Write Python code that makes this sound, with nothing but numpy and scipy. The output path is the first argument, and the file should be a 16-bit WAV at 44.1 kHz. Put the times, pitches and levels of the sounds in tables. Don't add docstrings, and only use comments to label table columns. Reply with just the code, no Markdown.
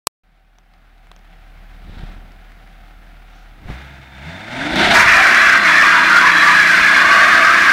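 import sys
import numpy as np
from scipy import signal
from scipy.fft import rfft, irfft, next_fast_len
from scipy.io import wavfile

SR = 44100
rng = np.random.default_rng(int(sys.argv[2]) if len(sys.argv) > 2 else 0)


def master(y):
    cut = np.clip(np.atleast_2d(y).T, -1, 1)
    pcm = np.round(cut * 32767)
    wavfile.write(sys.argv[1], SR, pcm.astype(np.int16))


N = 340452
T = np.arange(N) / SR
START_S = 0.234
LOAD_S, LOAD_RISE_S = 3.62, 0.31
SPIN_S, SPIN_RISE_S = 4.925, 0.029


def amp(db):
    return np.exp(np.asarray(db) * (np.log(10) / 20))


def unit(x):
    return x / np.sqrt(np.mean(x ** 2) + 1e-20)


def curve(rows):
    return np.interp(T, *np.transpose(rows))


def ramp(start_s, length_s):
    return np.clip((T - start_s) / length_s, 0, 1)


def swells(rows):
    return sum(db * np.exp(-np.minimum(((T - s) / length) ** 2, 30)) for s, db, length in rows)


def add(mix, start_s, sound):
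    part = mix[round(start_s * SR):][:len(sound)]
    part += sound[:len(part)]


def coloured(x, points):
    size = next_fast_len(len(x))
    hz = np.fft.rfftfreq(size, 1 / SR) + 1
    point_hz, point_db = np.transpose(points)
    gain = amp(np.interp(np.log(hz), np.log(point_hz), point_db))
    skirts = 1 / np.sqrt((1 + (point_hz[0] / hz / 1.3) ** 8) * (1 + (hz / point_hz[-1] / 1.3) ** 8))
    return irfft(rfft(x, size) * skirts * gain, size)[:len(x)]


def noise(points):
    return unit(coloured(rng.standard_normal(N), points))


def drift(rate_hz, size=N):
    hz = np.fft.rfftfreq(8192, 1 / 1000)
    slow = irfft(rfft(rng.standard_normal(8192)) / np.sqrt(1 + (hz / rate_hz) ** 4))
    return np.interp(T[:size] * 1000, np.arange(len(slow)), unit(slow))


def resonate(x, hz, width_hz):
    carrier = np.exp(2j * np.pi * np.cumsum(hz * np.ones(len(x))) / SR)
    pole = np.exp(-np.pi * width_hz * np.sqrt(2) / SR)
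    envelope = signal.lfilter([(1 - pole) ** 2], [1, -2 * pole, pole * pole], x / carrier + 1e-18)
    return unit((carrier * envelope).real)


# start_s, level_db, decay_s
CLICKS = [(0.0707, 1.5, 0.0019), (0.0729, -9, 0.00098)]
# frequency_hz, level_db
CLICK_COLOUR = [(40, 0), (300, 0.5), (750, 4), (1800, -10), (5000, -6), (10000, -11.5), (15000, -21)]


def clicks():
    out, t = np.zeros(N), np.arange(512) / SR
    for start_s, db, decay_s in CLICKS:
        burst = rng.standard_normal(len(t)) * np.exp(-t / decay_s)
        click = coloured(burst, CLICK_COLOUR) * np.exp(-t / 0.0019)
        add(out, start_s, amp(db) * click / abs(click).max())
    return out


# time_s, level_db
EFFORT = [(1.8, -53.5), (1.95, -50), (2.07, -47.5), (2.3, -53.5), (3.63, -53), (3.71, -37), (4.1, -48),
          (4.3, -36), (4.47, -36.5), (4.56, -27.5), (4.73, -23.5), (4.81, -17), (4.92, -16)]
IDLE_EFFORT_DB, FADE_IN_DB, FADE_IN_S, DROP_S = -53, -14, 1.49, 0.11


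def follow_car(idle_db, effort_slope, spin_db):
    fade_in_db = FADE_IN_DB * (1 - ramp(START_S, FADE_IN_S)) ** 1.23
    effort_db = effort_slope * (curve(EFFORT) - IDLE_EFFORT_DB)
    return idle_db + fade_in_db + effort_db + spin_db * ramp(SPIN_S, DROP_S)


# frequency_hz, level_db
IDLE_COLOUR = [(130, -10.5), (180, 3), (215, -22), (300, -5), (400, -17), (550, -11.5), (720, -8),
               (840, -11), (1000, -13.5), (1350, -7.5), (2300, -10.5), (3000, -15.5), (6000, -30),
               (8000, -35)]
LOAD_COLOUR = [(200, -11), (350, -5), (440, -14), (670, -2.5), (780, -4.5), (900, -7.5), (1110, -13.5),
               (1490, -0.5), (2250, -5), (2700, -8), (4300, -17), (9500, -32), (12000, -50)]
RASP_COLOUR = [(2600, -3.5), (3300, 0.5), (3600, 2.5), (4200, -3), (4800, -9), (7000, -22.5)]
# pitch_hz, width_hz, idle_db, load_db
BAY_MODES = [(744, 98, -5.5, -26), (892, 91, -23, -10), (1510, 330, -9.5, -8), (2135, 240, -16, -8),
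             (3590, 110, -29, -14)]
# centre_s, lift_db, half_length_s
RASP_FLARES = [(1.98, 10.5, .13), (3.38, 5, 0.12)]
RASP_FROM_HZ, RASP_DB_PER_HZ, RASP_TOP_DB = 127, 0.265, 12.5


def clatter(knock, firing_hz, load):
    body = (amp(0.5) * (1 - load) * noise(IDLE_COLOUR) + amp(-2) * load * noise(LOAD_COLOUR)) * knock
    for hz, width_hz, idle_db, load_db in BAY_MODES:
        ring = resonate(knock * rng.standard_normal(N), hz, width_hz)
        body += amp(idle_db + load * (load_db - idle_db)) * ring
    body *= amp(follow_car(idle_db=-51, effort_slope=1, spin_db=-13.5))
    speed_db = np.clip(RASP_DB_PER_HZ * (firing_hz - RASP_FROM_HZ), 0, RASP_TOP_DB)
    rasp_db = follow_car(idle_db=-64, effort_slope=0.85, spin_db=-10) + speed_db + swells(RASP_FLARES)
    rasp = amp(rasp_db) * knock * noise(RASP_COLOUR)
    flicker_db = 0.98 * drift(34) + 0.5 * drift(11.5)
    return (body + rasp) * amp(flicker_db)


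# frequency_hz, level_db
HISS_COLOUR = [(5000, 5), (7000, -3), (10000, 0.5), (13000, 1), (15500, 5)]


def engine_hiss():
    return amp(follow_car(idle_db=-65, effort_slope=0.25, spin_db=-13)) * noise(HISS_COLOUR)


# multiple_of_engine_cycle, low_speed_db, high_speed_db
OVERTONES = [(5, -18, -11), (7, -22, 4), (8, -18, -6), (9, -20, 2), (10, -13, -2.5), (11, -39, 5),
             (12, 1, 3), (13, -4, 0), (18, -2.5, -3), (21, -20, 0), (22, -20, -7), (23, -18, -15),
             (24, -16, -28), (30, -11.5, -2)]
# pitch_hz, half_width_hz, lift_db
PIPE = [(158.6, 6.5, 7.5), (269.6, 6, 4.5), (309, 15.1, 3.5), (344, 25, 2.5), (442, 49, -15)]
# centre_s, lift_db, half_length_s
BOOMS = [(1.9, 7.5, 0.48), (4.27, 4, 0.037), (5.35, 2, 0.14)]
CYLINDERS, IDLE_HZ = 6, 37.5
SILENCER_DB_PER_OCTAVE, OVERTONE_LOAD_DB = -15.5, 6.5


def exhaust(firings, firing_hz, load):
    def pipe_db(multiple):
        return sum(db / (1 + ((multiple * firing_hz - hz) / width) ** 2) for hz, width, db in PIPE)
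    fast = np.clip((firing_hz - 70) / 105, 0, 1)
    boom_db = swells(BOOMS)
    tone_db = follow_car(idle_db=-41, effort_slope=1.203, spin_db=-13) + 0.32 * boom_db
    tone_db += SILENCER_DB_PER_OCTAVE * np.log2(firing_hz / IDLE_HZ) + pipe_db(0.93)
    overtone_db = follow_car(idle_db=-62, effort_slope=0.64, spin_db=-13) + boom_db
    overtone_db += OVERTONE_LOAD_DB * load
    out = amp(tone_db) * np.sin(2 * np.pi * firings)
    for order, low_db, high_db in OVERTONES:
        multiple = order / CYLINDERS
        level_db = overtone_db + low_db + fast * (high_db - low_db) + pipe_db(multiple) + 2.8 * drift(6)
        cycles = multiple * firings + rng.random() + 0.0073 * multiple * drift(26)
        out += amp(level_db) * np.sin(2 * np.pi * cycles)
    return np.sqrt(2) * out


# frequency_hz, level_db
RUMBLE_COLOUR = [(18, -13.5), (35, 3.5), (60, 4.5), (110, -2), (180, 3), (280, -6), (450, -14.5),
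                 (900, -15.5), (2000, -58)]
# centre_s, level_db, rise_and_fall_s
GUSTS = [(2.03, -39.5, 0.13), (3.69, -37, 0.041), (4.96, -27, 0.15)]
# centre_s, level_db, rise_and_fall_s
BUMPS = [(1.897, -22.5, 0.0026), (1.97, -24, 0.0027), (2.037, -18, 0.0024), (2.139, -31, 0.0038),
         (3.659, -21, 0.0038), (3.702, -13.5, 0.0015)]


def wind():
    level = amp(follow_car(idle_db=-56, effort_slope=0.41, spin_db=-1.5))
    level += sum(amp(db) * np.exp(-abs(T - s) / length) for s, db, length in GUSTS)
    out = level * amp(2.1 * drift(25)) * noise(RUMBLE_COLOUR)
    for centre_s, db, length_s in BUMPS:
        offset = np.minimum(abs(T - centre_s) / length_s, 40)
        out += amp(db) * (1 - offset / 2) * np.exp(-offset)
    return out


def street_echoes(x, taps_per_s=1500, first_s=0.012, reverb_s=0.47):
    t = np.arange(SR // 2) / SR
    taps = rng.standard_normal(len(t)) * (rng.random(len(t)) < taps_per_s / SR)
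    taps *= (t > first_s) * amp(-60 * t / reverb_s)
    taps = coloured(taps, [(100, 2.5), (1500, 1.5), (4000, -6.0), (12000, -5.5)])
    return signal.fftconvolve(x, taps / np.linalg.norm(taps))[:N]


# start_s, level_db, pitch_hz
TICKS = [(0.585, -39.5, 6000), (0.7371, -44, 4100), (0.98, -48, 3400), (1.07, -37, 2000),
         (1.1151, -29, 3360), (1.116, -35, 800), (1.163, -36, 5900), (1.191, -47, 5200), (2.319, -41, 5544),
         (2.519, -37, 1987), (4.758, -10, 4220)]
# frequency_hz, level_db
TICK_COLOUR = [(500, 9), (1500, 8), (3000, 2), (7000, -8), (10000, -14), (15000, -21)]


def ticks():
    out, t = np.zeros(N), np.arange(1024) / SR
    for start_s, db, hz in TICKS:
        crack = rng.standard_normal(len(t)) * np.exp(-t / 0.0011) * (1 - np.exp(-t / 0.00058))
        tick = resonate(crack, hz, width_hz=1100) + 2.3 * unit(coloured(crack, TICK_COLOUR))
        add(out, start_s, amp(db + 0.5) * tick / abs(tick).max())
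    return out


# centre_s, level_db, half_length_s
SCUFFS = [(3.07, -63, .06), (3.382, -54, .08)]
# frequency_hz, level_db
SCUFF_COLOUR = [(1000, 0), (1400, 20), (2000, -2), (6000, 1), (8000, -15)]


def scuffs():
    level = sum(amp(db) * np.exp(-((T - s) / length) ** 2) for s, db, length in SCUFFS)
    return level * noise(SCUFF_COLOUR)


# centre_s, lift_db, half_length_s
DRONE_SWELLS = [(4.94, 2, .04), (5.25, 9, 0.31), (7.27, 11.5, 0.28)]


def bay_drone(knock, load):
    level_db = follow_car(idle_db=-67, effort_slope=1.218, spin_db=-13) + swells(DRONE_SWELLS)
    return load * amp(level_db) * resonate(knock * rng.standard_normal(N), hz=667, width_hz=80)


def stick_slip(hz, ragged, patches, burst_db, burst_hz, jitter, size=N):
    out = np.zeros(size)
    for _ in range(patches):
        pitch_hz = hz * (1 + ragged * drift(14, size) + jitter * drift(261.2, size))
        phase = 2 * np.pi * np.cumsum(pitch_hz) / SR
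        bursts = amp(burst_db * np.tanh(drift(burst_hz, size)))
        out += bursts * (np.sin(phase) + amp(-41) * np.sin(2 * phase))
    return unit(out)


# time_s, pitch_hz
SCREECH_PITCH = [(4.92, 1650), (5.14, 1771), (5.28, 1545), (5.44, 1660), (5.58, 1565), (5.79, 1779),
                 (5.95, 1490), (6.04, 1622), (6.15, 1448), (6.27, 1690), (6.56, 1685), (6.76, 1590),
                 (6.87, 1680), (7.03, 1585), (7.3, 1620), (7.46, 1588), (7.58, 1696), (7.72, 1580)]
# centre_s, change_db, half_length_s
SKATES = [(5.06, -4, 0.025), (5.61, -5.5, .035), (6.02, -2, 0.095), (6.34, -2.5, 0.028), (6.87, 0, 0.037),
          (7.75, 0, 0.099)]
# centre_s, change_db, half_length_s
HOWL_SWELLS = [(5.3, -1, 0.076), (6.68, -29, 0.11), (7.3, 3, 0.37)]
# frequency_hz, level_db
SCRUB_COLOUR = [(350, -23.5), (480, -22.5), (660, -15.5), (830, -20), (1100, -2.5), (1500, 2), (2000, -0.5),
                (2400, -5), (3000, -12), (4000, -18.5), (6000, -25), (9000, -57)]
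GRIT_COLOUR = [(2650, -11), (4500, -2), (5650, -3.5), (15500, -24.5)]
SCREECH_DB, HEAT_DB_PER_S = -15, 0.5
HOWL_HZ, HOWL_DB, CORE_DB = 1204, -21, -17


def sliding_rubber(age_s, bite, ragged):
    pitch_hz, skate_db = curve(SCREECH_PITCH), swells(SKATES)
    screech = stick_slip(pitch_hz, ragged, patches=4, burst_db=5, burst_hz=27.2, jitter=0.03)
    howl = stick_slip(HOWL_HZ, ragged, patches=4, burst_db=8.5, burst_hz=27.3, jitter=0.0412)
    core = stick_slip(pitch_hz, ragged=0.015, patches=1, burst_db=7, burst_hz=20, jitter=0.02)
    shoulders = stick_slip(1.27 * pitch_hz, ragged=0.1, patches=3, burst_db=5, burst_hz=34.6, jitter=0.022)
    out = amp(SCREECH_DB + HEAT_DB_PER_S * age_s) * screech + amp(CORE_DB) * core
    out += amp(HOWL_DB + swells(HOWL_SWELLS)) * howl
    scrub_db = -14 + 4.5 * bite
    out += amp(scrub_db - 4) * shoulders
    out += amp(scrub_db + 1.3 * drift(65)) * noise(SCRUB_COLOUR)
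    grit_db = -29.5 + 10 * np.exp(-age_s / 0.14) + 1.1 * skate_db
    spurts_db = 1.1 * drift(240) + 1.06 * drift(26)
    return amp(skate_db) * out + amp(grit_db + spurts_db) * noise(GRIT_COLOUR)


# multiple, width_hz, level_db
TREAD_HARMONICS = [(6, 130, -0.5), (7, 82, 4), (8, 140, 0), (10, 68, -0.5), (12, 57, -1.5)]
# centre_s, change_db, half_length_s
WHINE_SWELLS = [(6.4, 2, 0.056), (7.15, 3, 0.23), (7.72, -12, 0.4)]
WHINE_DB, TREAD_PER_FIRING = -31, 1.957
SLIP_TREAD_HZ, CLUTCH_S, CLUTCH_CLOSE_S = 335, 5.45, 0.22


def tread_whine(firing_hz, ragged):
    clutch = ramp(CLUTCH_S, CLUTCH_CLOSE_S)
    tread_hz = SLIP_TREAD_HZ + clutch * (TREAD_PER_FIRING * firing_hz - SLIP_TREAD_HZ)
    tread_hz *= 1 + 0.11 * ragged * drift(11)
    whine_db = WHINE_DB + swells(WHINE_SWELLS)
    out = np.zeros(N)
    for multiple, width_hz, db in TREAD_HARMONICS:
        level = amp(whine_db + db + 2.8 * drift(7.1))
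        out += level * resonate(rng.standard_normal(N), multiple * tread_hz, width_hz)
    return out


# centre_s, pitch_hz, level_db, half_length_s
SQUEALS = [(4.984, 966, -16.5, 0.079), (5.111, 1890, -13, .04), (5.2, 784, -18, 0.027),
           (5.237, 1566, -15, 0.042), (5.54, 1581, -11.5, .03), (5.708, 987, -23.5, 0.035),
           (5.789, 1800, -9.5, .04), (5.86, 1206, -10.5, .025), (5.951, 1442, -13, 0.031),
           (6.003, 964, -20.5, 0.099), (6.15, 1418, -7.5, .04), (6.259, 1129, -13.5, 0.039),
           (6.267, 978, -14, .04), (6.47, 1197, -13, .06), (6.499, 969, -21, .06),
           (6.561, 1688, -15.5, 0.066), (6.739, 1592, -14, 0.065), (7.15, 1123, -13.5, .15),
           (7.472, 1206, -11.5, 0.043)]


def squeals():
    out = np.zeros(N)
    for centre_s, hz, db, half_s in SQUEALS:
        t = np.arange(-3 * half_s, 3 * half_s, 1 / SR)
        voice = stick_slip(hz, ragged=0.02475, patches=2, burst_db=2, burst_hz=30.6,
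                           jitter=0.0357, size=len(t))
        add(out, centre_s + t[0], amp(db) * np.exp(-(t / half_s) ** 2) * voice)
    return out


def wheelspin(firing_hz, ragged_first=0.1, ragged_last=0.048, settle_s=0.55):
    age_s = np.maximum(T - SPIN_S, 0)
    bite = np.exp(-age_s / settle_s)
    ragged = ragged_last + (ragged_first - ragged_last) * bite
    tyres = sliding_rubber(age_s, bite, ragged) + tread_whine(firing_hz, ragged) + squeals()
    return ramp(SPIN_S, SPIN_RISE_S) * tyres


# time_s, firing_hz
FIRING = [(0.72, 38), (1.3, 36.62), (2.3, 37.04), (2.6, 38.8), (3.6, 37.75), (3.8, 67.1), (4.2, 64.66),
          (4.6, 132.5), (4.9, 204.3), (5.08, 201), (5.27, 209), (5.42, 196), (5.64, 172.3), (6.0, 177.7),
          (6.4, 168.8), (7.0, 177.5), (7.25, 183.4), (7.72, 182.8)]


def scene():
    firing_hz = curve(FIRING) * (1 + 0.00396 * drift(12.9))
    firings = np.cumsum(firing_hz) / SR
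    load = ramp(LOAD_S, LOAD_RISE_S)
    strength = amp(2.3 * rng.standard_normal(4096))[firings.astype(int)]
    knock = unit(2.1 + strength * np.exp(-(firings % 1) / 0.63))
    engine = clatter(knock, firing_hz, load) + engine_hiss() + bay_drone(knock, load)
    car = engine + wheelspin(firing_hz) + scuffs()
    street = amp(-1) * car + amp(-13.5) * street_echoes(car) + exhaust(firings, firing_hz, load)
    outdoors = street + wind() + ticks()
    return (ramp(START_S, 0.0015) * outdoors + clicks())[None]


def record(dry):
    ceiling, knee, edge_hz = 0.71, 9, 15800
    clipped = dry / (1 + abs(dry / ceiling) ** knee) ** (1 / knee)
    lowpass = signal.firwin(511, edge_hz, window=("kaiser", 9), fs=SR)
    return signal.oaconvolve(clipped, lowpass[None], "same")


dry = scene()
out = record(dry)
master(out)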